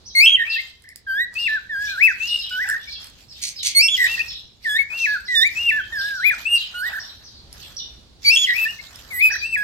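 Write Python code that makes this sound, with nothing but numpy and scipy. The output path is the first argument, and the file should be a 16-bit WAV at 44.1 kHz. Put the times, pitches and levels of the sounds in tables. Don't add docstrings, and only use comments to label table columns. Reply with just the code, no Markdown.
import sys
import numpy as np
from scipy import signal
from scipy.fft import rfft, irfft, next_fast_len
from scipy.io import wavfile
from scipy.ndimage import uniform_filter1d, minimum_filter1d, map_coordinates

SR = 44100
rng = np.random.default_rng(int(sys.argv[2]) if len(sys.argv) > 2 else 0)


def wrap_up_sound(samples):
    columns = np.atleast_2d(samples).T
    tamed = np.clip(columns, -1, 1)
    steps = np.round(tamed * 32767).astype(np.int16)
    wavfile.write(sys.argv[1], SR, steps)


def boost_factor(decibels):
    exponent = np.asarray(decibels, float) / 20
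    return 10 ** exponent


N = 424683
CLOCK = np.arange(N) / SR

# frequency in Hz, level in dB per Hz.
TOWN = [(25, -16), (60, 0), (130, -10), (420, -20), (2300, -33), (4200, -22), (6500, -34), (16000, -54)]
# time in seconds, level in dB.
TOWN_DB = [(0, -51.5), (.4, -53.5), (0.801, -57), (1.401, -52.5), (3.301, -52), (3.7, -52), (3.95, -51),
           (4.15, -48.5), (4.5, -55), (5.8, -52), (6.2, -53), (7.3, -51), (7.55, -47), (7.9, -50),
           (8.6, -52.5), (9.63, -49)]
# frequency in Hz, likeness from 0 to 1.
TOWN_ALIKE = [(40, 1), (130, 0.6), (290, 0.57), (600, 0.43), (2000, 0.026)]

# seconds after the start, share of the top pitch, level in dB.
CHIRRUP = [(0, .68, -12), (.022, .99, 0), (.03, .95, -2), (.048, .64, -3), (.065, .62, -14),
           (.092, .77, -1), (.115, .6, -8)]
CHEEP = [(0, .98, -6), (.012, .99, 0), (.035, .77, -1), (.07, .62, -3), (.1, .56, -10)]
SLUR = [(0, .78, -4), (.015, .71, 0), (.055, .7, 0), (.075, .99, -3)]
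# start in seconds, top pitch in Hz, level in dB, stretch as a factor.
CHIRRUPS = [(0.039, 6105, -36.5, 1.4), (1.373, 5480, -33, 1.23), (1.836, 5730, -29, 0.7),
            (2.265, 5460, -27.5, 0.64), (4.266, 5460, -30.5, 0.91), (4.963, 6145, -33, 1.42),
            (5.975, 5510, -30, 0.85), (6.983, 5700, -34, 1.1), (7.208, 5970, -42, 1.62),
            (8.515, 5540, -35, 0.87), (9.294, 6270, -30.5, 1.08)]
CHEEPS = [(0.493, 5210, -26.5, 0.79), (2.385, 5200, -27.5, 1.06), (4.632, 5200, -46.5, 0.86),
          (5.248, 5530, -41.5, 0.75), (5.5, 5312, -51, 0.63), (9.18, 5200, -38, 0.58),
          (2.871, 5660, -33.5, 0.52), (2.91, 5540, -31.5, 0.64), (3.278, 5620, -42.5, 1.34),
          (3.55, 5200, -31.5, 1.38), (4.037, 5200, -26, 0.54), (6.134, 5640, -36.5, 1.51),
          (6.547, 5230, -28.5, 1.06), (6.82, 5200, -39, 0.88), (7.596, 5270, -41.5, 0.83),
          (7.762, 5615, -31.5, 0.65)]
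SLURS = [(2.795, 5090, -42, 0.68), (5.79, 4640, -39, .8)]

# place (0 start, 1 turning point, 2 end), pitch in Hz, level in dB.
CLIMB = [(0, 2140, -9), (.2, 2137, -6), (1, 2135, 0), (1.15, 2300, 0), (1.45, 2650, 1.5), (1.65, 2730, 1.5),
         (2, 2730, 0)]
CROWN = [(0, 3308, 7.5), (.4, 3364, 5.5), (.7, 3460, -3.5), (1, 3471, -4.5), (1.5, 3406, 0),
         (1.7, 3250, 3.5), (1.8, 3100, -8.5), (2, 2810, -8)]
MUTTER = [(0, 1978, -6), (1, 1829, 1.5), (2, 1853, 0)]
ARC = [(0, 2150, -11), (.3, 2540, -5), (.55, 2680, -2), (1, 2750, 0), (1.6, 2690, 0), (2, 2480, -5)]
PIP = [(0, 1749, -1), (1, 1791, 2), (2, 1845, -1)]
SCOOP = [(0, 2250, -20), (.18, 1840, 0), (.55, 1704, -2), (1, 1706, -1), (1.32, 1884, 2), (1.42, 2000, -10),
         (1.55, 2260, 4), (1.75, 2180, 1), (2, 2280, -8)]
SWELL = [(0, 1727, -15), (.16, 1610, -8.5), (.6, 1574, -0.5), (1, 1552, -1.5), (1.35, 1672, -2),
         (1.6, 1888, 3), (1.75, 1947, -0.5), (2, 1937, -10)]
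DIP = [(0, 2200, -14), (.45, 1880, -4.5), (1, 1815, -1), (2, 2098, 5.5)]
LIFT = [(0, 1450, -9), (1, 1474, 0), (1.6, 1940, -0.5), (2, 1960, -4.5)]
TUMBLE = [(0, 2540, -17), (.17, 2576, -5), (.36, 2840, -4.5), (.78, 2800, -3.5), (.94, 2620, 2),
          (1, 1981, -4), (1.08, 1763, -2.5), (1.65, 1745, -1), (2, 1433, -6)]
DRAWL = [(0, 1880, -6.5), (1, 1583, -1.5), (1.42, 1698, -3), (1.75, 1570, -6), (2, 1370, -9.5)]
YELP = [(0, 1458, 0), (.3, 1745, -6.5), (.55, 2264, 3), (.75, 2565, 8), (1.22, 2615, 6), (1.28, 2296, 3),
        (1.45, 1874, 5), (1.65, 1740, -3), (2, 1377, -3.5)]
PEAL = [(0, 2500, -10.5), (.5, 2700, -5), (1, 2883, -12), (1.45, 2860, 3), (1.75, 2850, 5), (2, 2720, -10)]
SLIDE = [(0, 2033, -9.5), (.38, 1960, -3), (.68, 1822, -3.5), (1, 1758, -5.5), (1.33, 1878, 0),
         (1.5, 2000, 1.5), (1.73, 2325, -1), (2, 2437, -3)]
# start,
# turning point and end in seconds, pitch at the turn in Hz, level in dB.
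CLIMBS = [
    (0.15, 0.196, .3, 2137, -13.5),
    (3.748, 3.79, 3.884, 2178, -19),
    (8.247, 8.294, 8.368, 2271, -20),
]
CROWNS = [
    (0.259, 0.32, .372, 3301, -10.5),
    (3.883, 3.907, 3.972, 3472, -16.5),
    (8.359, 8.406, 8.468, 3434, -15.5),
]
MUTTERS = [(0.37, 0.424, .452, 1838, -21), (3.974, 4.028, 4.075, 1880, -18.5),
           (8.468, 8.505, 8.54, 1902, -18.5)]
ARCS = [(.445, .54, .578, 2730, -23), (9.2, 9.25, 9.297, 2570, -12), (4.06, 4.13, 4.165, 2750, -25),
        (8.535, 8.63, 8.66, 2640, -21)]
PIPS = [(.555, .57, .587, 1830, -28), (.58, .59, .61, 2080, -26), (4.172, 4.19, 4.218, 1850, -29),
        (4.19, 4.205, 4.228, 2580, -22), (8.785, 8.8, 8.812, 2150, -38), (8.65, 8.665, 8.684, 1770, -23),
        (8.676, 8.695, 8.72, 2810, -29), (2.51, 2.535, 2.574, 2950, -30), (6.745, 6.77, 6.8, 2900, -35),
        (1.875, 1.89, 1.93, 2400, -38), (2.87, 2.89, 2.91, 2300, -42), (2.425, 2.46, 2.51, 2880, -36)]
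TRILLS = [(0.837, 0.901, .94, 1955, -49), (2.639, 2.732, 2.776, 1664, -25.5),
          (6.893, 6.975, 7.0, 1643, -29), (9.295, 9.372, 9.375, 1717, -28)]
SCOOPS = [(4.642, 4.745, 4.832, 1702, -20.5)]
SLIDES = [(5.28, 5.401, 5.485, 1747, -18)]
DIPS = [(9.102, 9.178, 9.21, 1940, -26.5)]
SWELLS = [(1.064, 1.128, 1.2545, 1547, -21.5)]
LIFTS = [(2.506, 2.585, 2.65, 1499, -22.5), (6.738, 6.817, 6.898, 1462, -24.5)]
TUMBLES = [(1.351, 1.48, 1.59, 1976, -20.5), (4.897, 5.064, 5.178, 1917, -19.5),
           (5.552, 5.71, 5.815, 1977, -18.5), (9.407, 9.563, 9.68, 1888, -20.5)]
DRAWLS = [(1.692, 1.758, 1.975, 1588, -23), (5.92, 5.999, 6.212, 1576, -22.5)]
YELPS = [(1.974, 2.054, 2.125, 2603, -20), (6.195, 6.285, 6.347, 2435, -23)]
PEALS = [(2.199, 2.272, 2.428, 2874, -18), (6.451, 6.496, 6.585, 2834, -14.5)]
# a shape, its syllables, then 2nd, 3rd and 5th partial and overtones lost from turn to end, all in dB.
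SONG = [(CLIMB, CLIMBS, (-1.5, -14.5, -21, 18.5)), (CROWN, CROWNS, (-19, -28, -59.5, 8)),
        (MUTTER, MUTTERS, (-34.5, -29, -38.5, 4)), (ARC, ARCS, (-35, -39, -31.5, -3.5)),
        (DIP, DIPS, (-11, -37, -19.5, 5)), (PIP, PIPS, (-38.5, -39.5, -57, 1)),
        (PIP, TRILLS, (-44.5, -51, -46, 3.5)), (SCOOP, SCOOPS, (-16, -26, -31.5, -12)),
        (SLIDE, SLIDES, (-4.5, -18, -32.5, -7)), (LIFT, LIFTS, (-43, -36.5, -44, -3)),
        (SWELL, SWELLS, (-21, -32.5, -44.5, -4)), (TUMBLE, TUMBLES, (-31.5, -30.5, -38.5, 23)),
        (DRAWL, DRAWLS, (-23, -24.5, -39.5, 8)), (YELP, YELPS, (-26, -40.5, -28, 13.5)),
        (PEAL, PEALS, (-37.5, -34.5, -43, 0))]

# start and end in seconds, roughness from 0 to 1.
HOARSE = [
    (.44, .49, .4),
    (3.8, 3.82, .4),
    (4.15, 4.24, .3),
    (8.55, 8.6, .25),
]
# start and end in seconds, stutters per second, depth 0 to 1.
FLUTTER = [
    (2.332, 2.39, 68, .75),
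    (6.557, 6.585, 105, .6),
]
# start and end in seconds, level change in dB.
SLIPS = [(0.262, 0.2692, -4), (0.2747, .279, -4), (0.2864, 0.2952, -12), (.298, .304, -16.5),
         (0.312, 0.32, -20.5), (3.889, 3.894, -4), (8.3637, 8.371, -9.5), (8.3785, 8.385, -8)]
# start and end in seconds, level in dB.
SPLITS = [
    (2.65, 2.688, -15.5),
    (6.888, 6.928, -8.5),
    (9.3, 9.33, -15),
]
# start and end in seconds, level change in dB.
ACCENTS = [(0.148, 0.211, -1.5), (0.207, 0.236, 1), (.266, 0.289, 2.5), (0.429, 0.502, -5.5),
           (3.74, 3.768, -3.5), (0.228, 0.26, 1), (2.361, 2.436, -13), (2.656, 2.686, -7),
           (3.884, 3.904, -3), (4.908, 5.004, -5), (5.66, 5.7, 4.5), (6.888, 6.932, -9.5),
           (8.294, 8.352, 4), (9.263, 9.295, -4.5), (9.465, 9.528, -9.5)]
# time in seconds, left-right in dB, overtones in dB.
HEAD = [(.2, -1, 5), (1.9, 1, -0.5), (3.8, 0, 12), (4.7, 1, 4), (5.4, -1.5, 5), (6.1, 0, 10),
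        (6.28, 2, 9.5), (6.45, -0.5, 11), (6.8, -2, 10.5), (8.3, 2, 7), (9.2, -2, 9)]
# start and end in seconds, 2nd partial in dB, higher in dB.
GAPES = [(0.132, 0.205, -8.5, -3), (0.205, 0.257, -10, -4.5), (0.255, 0.372, -4.5, -4.5),
         (0.372, 0.623, 5, -8), (4.91, 5.062, -12.5, -3), (8.226, 8.291, -0.5, -4.5),
         (8.304, 8.351, -2, -9.5), (8.467, 8.543, 4, -12.5), (3.75, 3.8, -3, 2.5), (3.813, 3.877, 2.5, -6),
         (3.913, 3.97, 3, -8), (4.64, 4.695, -18, -4.5), (4.786, 4.834, -31, -14.5),
         (5.07, 5.179, -11, -17), (5.283, 5.352, -25, -11), (5.335, 5.433, -2.5, 3),
         (5.433, 5.492, -35, -12.5), (5.587, 5.697, -2, -11.5), (5.717, 5.82, -5, -10),
         (5.939, 5.996, -10, -2), (5.999, 6.198, -16, -4.5), (6.246, 6.314, -13, -2.5),
         (6.776, 6.9, 4.5, 2), (8.346, 8.463, 12, 3), (9.1, 9.213, -27, 3.5), (9.41, 9.636, -7, -1.5)]
# frequency in Hz, level in dB.
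THROAT = [(1500, 0.5), (2250, 3), (2600, 2.5), (2900, 0), (3400, -0.5)]
# frequency in Hz, level in dB.
BEAK = [(2800, -14), (3500, 9), (4500, 8), (6000, -7.5), (8500, 6.5), (10000, -5), (12000, 5), (16000, -2)]
LOWER_HZ = 2715

# start in seconds, length in seconds, rustle in dB, scuffle in dB.
STIR = [(0.428, 0.31, -43, -51), (1.313, 0.29, -42, -50), (1.781, 0.9, -43.5, -58), (2.171, 1, -46, -56.5),
        (2.696, 0.33, -63, -77.5), (2.97, 0.2, -48.5, -53), (3.281, 1, -48.5, -89), (3.931, 0.36, -33, -60),
        (4.049, 0.27, -62, -43.5), (4.6, 0.32, -47, -66), (4.891, 0.4, -43.5, -48.5),
        (5.293, 1, -45.5, -66.5), (5.537, .25, -49.5, -50), (5.889, 0.48, -47, -56.5),
        (6.295, 0.83, -45.5, -52), (6.841, 0.36, -49, -46.5), (7.509, 0.42, -47.5, -55),
        (8.208, 0.67, -36, -77.5), (8.523, 0.26, -46.5, -48.5), (8.812, 1, -48, -50.5)]
# frequency in Hz, level in dB per Hz.
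FEATHER = [(1000, -24), (2500, -0.5), (5000, 1.5), (8000, -7.5), (9500, -19.5), (12500, -7.5),
           (16000, -23.5)]
SCUFFLE = [(300, -27.5), (600, -3), (1100, -1.5), (1800, 2.5), (3000, -29.5)]
# time in seconds, wire level in dB, perch level in dB.
TICKS = [(0.822, -51.5, -73), (0.839, -52.5, -72), (.89, -45, -60), (0.959, -34.5, -65),
         (1.3413, -41, -49.5), (2.6891, -30, -60), (2.6994, -28, -60), (3.003, -52, -70), (3.02, -45, -72),
         (3.0437, -38.5, -50), (3.07, -42, -70), (3.1, -49.5, -69), (7.5284, -38.5, -49.5),
         (8.9584, -38.5, -35)]
# frequency in Hz, width in Hz, level in dB.
WIRE = [(2000, 450, 9.5), (5200, 400, 19), (6640, 280, 4.5), (7480, 1400, 13.5), (10950, 700, 13.5),
        (12300, 750, 3), (14960, 1200, 6)]
# start and length in seconds, level in dB, pulses per second, seconds to the loudest point.
CROAKS = [
    (3.415, 0.11, -22.5, 85, .027),
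    (3.626, 0.1, -19, 115, .045),
]
# frequency in Hz, width in Hz, level in dB.
CROAK_THROAT = [(2200, 290, 0.5), (4350, 520, 9.5), (6260, 450, 10.5), (8580, 1400, 0)]

# frequency in Hz, time to fall 60 dB in seconds.
WALLS = [(1000, .4), (2500, .39), (4000, .2), (12000, .12)]
YARD = [(2500, .5), (6000, .42)]
# frequency in Hz, left over right in dB.
PORT_TILT = [(300, -0.5), (1700, -0.5), (1900, -4), (2200, 10), (2800, 2.5), (3450, -6), (8000, -3),
             (15000, -8)]
# frequency in Hz, lead in radians.
PORT_LEAD = [(0, .1), (1900, 1.4), (2400, 3), (2650, 6), (3200, 7.3), (4400, 10.6), (16000, 15)]
LEFT_RIGHT = np.array([[.5], [-.5]])


def unit(x):
    return x / np.sqrt(np.mean(x ** 2) + 1e-20)


def along(points, hz):
    f, v = np.transpose(points)
    return np.interp(np.log(hz + 1), np.log(f + 1), v)


def wobble(rate, size=N):
    knots = rng.standard_normal(int(size * rate / SR) + 4)
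    return map_coordinates(knots, [np.arange(size) * rate / SR])


def add(out, x, s):
    part = out[..., round(s * SR):][..., :x.shape[-1]]
    part += x[..., :part.shape[-1]]


def window(t, start, end, edge):
    return np.clip(np.minimum(t - start, end - t) / edge, 0, 1)


def marked(rows, edge):
    return sum(value * window(CLOCK, start, end, edge) for start, end, value in rows)


def filtered(x, response):
    m = next_fast_len(N + SR // 2)
    return irfft(rfft(x, m) * response(np.fft.rfftfreq(m, 1 / SR)), m)[..., :N]


def resonances(modes):
    def response(f):
        total = 0
        for k, (centre, width, db) in enumerate(modes):
            damping = 1j * f * width
            total = total + (-1) ** k * boost_factor(db) * damping / (centre * centre - f * f + damping)
        return total
    return response


def noise(spectrum, alike):
    def response(hz):
        turn = np.arccos(np.clip(along(alike, hz), -1, 1)) / 2
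        return boost_factor(along(spectrum, hz)) * np.array([np.cos(turn), np.sin(turn)])
    mid, side = filtered(rng.standard_normal((2, N)), response)
    return unit(np.array([mid + side, mid - side]))


def patchy(x, depth_db):
    z = signal.stft(x, nperseg=512)[2]
    field = uniform_filter1d(rng.standard_normal(z.shape[1:]), size=10, axis=0)
    field = uniform_filter1d(field, size=8, axis=1)
    return signal.istft(z * boost_factor(depth_db * unit(field)), nperseg=512)[1][:, :N]


def town():
    level_db = np.interp(CLOCK, *np.transpose(TOWN_DB))
    return boost_factor(level_db + 1.2 * wobble(1.5) + .8 * wobble(7)) * noise(TOWN, TOWN_ALIKE)


def sparrows():
    out = np.zeros(N)
    for shape, calls in ((CHIRRUP, CHIRRUPS), (CHEEP, CHEEPS), (SLUR, SLURS)):
        u, share, shape_db = np.transpose(shape)
        for s, top_hz, db, stretch in calls:
            t = np.arange(round(u[-1] * stretch * SR)) / SR
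            burr = 1 + .03 * wobble(60, size=len(t)) + .015 * wobble(500, size=len(t))
            pitch = top_hz * uniform_filter1d(np.interp(t / stretch, u, share), size=200) * burr
            phase = 2 * np.pi * np.cumsum(pitch) / SR
            swell = boost_factor(db + np.interp(t / stretch, u, shape_db) + 4 * wobble(140, size=len(t)))
            voices = np.sin(phase) + .3 * np.sin(.82 * phase)
            add(out, swell * window(t, 0, t[-1], .008) * voices, s)
    return out


def stutter():
    gate = np.ones(N)
    for start, end, rate, depth in FLUTTER:
        closing = np.sin(np.pi * rate * (CLOCK - start)) ** 2
        gate -= np.clip(depth, 0, 1) * window(CLOCK, start, end, 0.0047) * closing
    return gate


def song():
    out = np.zeros((2, N))
    trilling = marked([(start, end, 1) for start, _, end, *_ in TRILLS], .005)
    muttering = marked([(start, end, 1) for start, _, end, *_ in MUTTERS], .008)
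    rough = .045 + marked(HOARSE, .008) + .3 * trilling + .3 * muttering
    shake, tremble = rough * wobble(420), rough * wobble(160)
    trill = .085 * trilling * np.cos(2 * np.pi * 55 * CLOCK + 3 * wobble(45))
    gate = stutter()
    head_s, head_pan, head_open = np.transpose(HEAD)
    pan_db, open_db = np.interp(CLOCK, head_s, head_pan), np.interp(CLOCK, head_s, head_open)
    octave_db = marked([(start, end, db) for start, end, db, _ in GAPES], .008)
    upper_db = marked([(start, end, db) for start, end, _, db in GAPES], .008)
    slip = marked([(start, end, 1) for start, end, _ in SLIPS], .0015)
    accent_db = marked(ACCENTS, .004) + marked(SLIPS, .0015)
    split = marked([(start, end, boost_factor(db)) for start, end, db in SPLITS], .004) * boost_factor(4 * wobble(150))

    for shape, rows, (second_db, third_db, fifth_db, lost_db) in SONG:
        place, shape_hz, shape_db = np.transpose(shape)
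        partials_db = [0, second_db, third_db, fifth_db, -36.5]
        partials_db = np.interp(np.arange(1, 10), [1, 2, 3, 5, 9], partials_db)
        climbing = shape == CLIMB
        edge = .008 / 3 if climbing or shape == CROWN else .008
        for start, turn, end, key_hz, level_db in rows:
            span = slice(round(start * SR), round(end * SR))
            t = CLOCK[span]
            knots = np.interp(place, [0, 1, 2], [start, turn, end])
            hz = shape_hz * key_hz / np.interp(1, place, shape_hz)
            stop = end
            if climbing:
                hz = np.minimum(hz, LOWER_HZ)
                stop = min([end] + [crown[0] + .002 for crown in CROWNS if start < crown[0]])

            drawn = np.interp(t, knots, hz)
            pitch = uniform_filter1d(drawn, 260) * (1 + .1 * shake[span] + trill[span])
            pitch = pitch - slip[span] * np.clip(pitch - LOWER_HZ, 0, None)
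            phase = 2 * np.pi * np.cumsum(pitch) / SR

            glide = uniform_filter1d(np.abs(np.gradient(drawn)) * SR / pitch, 400)
            choke_db = 1.4 * np.minimum(glide, 12)
            purity_db = 9 * np.exp(-(t - start) / .045) + np.interp(t, [turn, end], [0, lost_db]) - open_db[span]
            tone = np.sin(phase) * boost_factor(partials_db[0])
            for k, partial_db in enumerate(partials_db[1:], 2):
                gape_db = (octave_db if k == 2 else upper_db)[span]
                colour_db = along(BEAK, k * pitch) + gape_db - purity_db - choke_db
                colour_db = colour_db + 2 * wobble(30, size=len(t))
                tone = tone + boost_factor(partial_db + colour_db) * (k * pitch < SR / 2.75) * np.sin(k * phase)
            tone = tone + split[span] * (.5 * np.sin(phase / 2) + np.sin(3 * phase / 2))

            swell_db = np.interp(t, knots, shape_db + level_db) + along(THROAT, pitch)
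            swell = boost_factor(swell_db + accent_db[span] + 6.8 * tremble[span])
            out[:, span] += np.sqrt(2) * tone * swell * gate[span] * window(t, start, stop, edge)
    return out * boost_factor(pan_db * LEFT_RIGHT)


def stirring(column):
    gain = np.zeros(N)
    for row in STIR:
        since = CLOCK - row[0]
        fall = boost_factor(-14 * np.clip(since / row[1], 0, 9) ** 2)
        gain += boost_factor(row[column]) * np.clip(since / .045, 0, 1) * fall
    return gain


def feathers(voice):
    breath = boost_factor(-45) * np.sqrt(np.abs(uniform_filter1d(voice ** 2, size=900)))
    grains = boost_factor(2.5 * wobble(15) + 2.4 * wobble(240))
    rustle = unit(grains * patchy(noise(FEATHER, [(1000, 0.12)]), depth_db=4))
    return (stirring(2) + breath) * rustle


def scuffle():
    return stirring(3) * unit(boost_factor(3.5 * wobble(22)) * noise(SCUFFLE, [(500, .4)]))


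def ticks():
    cracks, knocks, t = np.zeros(N), np.zeros(N), np.arange(SR // 20) / SR
    for s, wire_db, perch_db in TICKS:
        add(cracks, boost_factor(wire_db - 60 * t / .008) * rng.standard_normal(len(t)), s)
        add(knocks, boost_factor(perch_db - 60 * t / .03) * rng.standard_normal(len(t)), s)
    perch = [(630, 150, 0.0065)]
    return filtered(cracks, resonances(WIRE)) + filtered(knocks, resonances(perch))


def croaks():
    source = np.zeros(N)
    for s, length, db, rate, top_s in CROAKS:
        t = np.arange(round(length * SR)) / SR
        beat = np.cumsum(rate * (1 + 0.3 * wobble(40, size=len(t)))) / SR % 1
        pulses = .7 + np.sin(np.pi * beat ** .5) ** 4
        burst = unit(pulses * boost_factor(2 * wobble(60, size=len(t))) * rng.standard_normal(len(t)))
        swell_db = np.interp(t, [0, top_s, length], [-7.5, 0, -16.5])
        add(source, boost_factor(db + swell_db) * burst * window(t, 0, length, .006), s)
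    return filtered(source, resonances(CROAK_THROAT))


def echo(x, decay, gap_s, block=SR // 4):
    out = np.zeros((2, N + 2 * SR))
    for at in range(0, N, block):
        hz, t, z = signal.stft(rng.standard_normal((2, SR * 3 // 4)), SR, nperseg=256)
        fall = boost_factor(-60 * t / along(decay, hz)[:, None])
        tail = signal.istft(z * fall, SR, nperseg=256)[1]
        tail = tail / np.linalg.norm(tail[0])
        add(out, signal.fftconvolve(x[None, at:at + block], tail, axes=1), at / SR + gap_s)
    return out[:, :N]


def ports(x):
    def response(hz):
        lead = np.interp(hz, *np.transpose(PORT_LEAD))
        return boost_factor(LEFT_RIGHT * along(PORT_TILT, hz)) * np.exp(1j * LEFT_RIGHT * lead)
    return filtered(x, response)


def scene():
    far, voice = sparrows(), song()
    mono = voice.mean(0)
    small = ticks() + croaks()
    near = town() + boost_factor(-4.5) * far + boost_factor(-.7) * voice + feathers(mono) + scuffle() + small
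    walls = boost_factor(-14) * echo(mono + boost_factor(9) * small, WALLS, gap_s=.006)
    yard = boost_factor(1.2) * echo(far, YARD, gap_s=.004)
    return ports(near) + walls + yard


def top_cut(x):
    return signal.sosfilt(signal.butter(12, 16600, fs=SR, output="sos"), x)


def record(dry):
    need = np.minimum(1, .9 / (np.abs(dry).max(0) + 1e-9))
    held = dry * uniform_filter1d(minimum_filter1d(need, size=400), size=200)
    mix = filtered(held, lambda hz: hz < 15950)
    return top_cut(mix)


dry = scene()
out = record(dry)
wrap_up_sound(out)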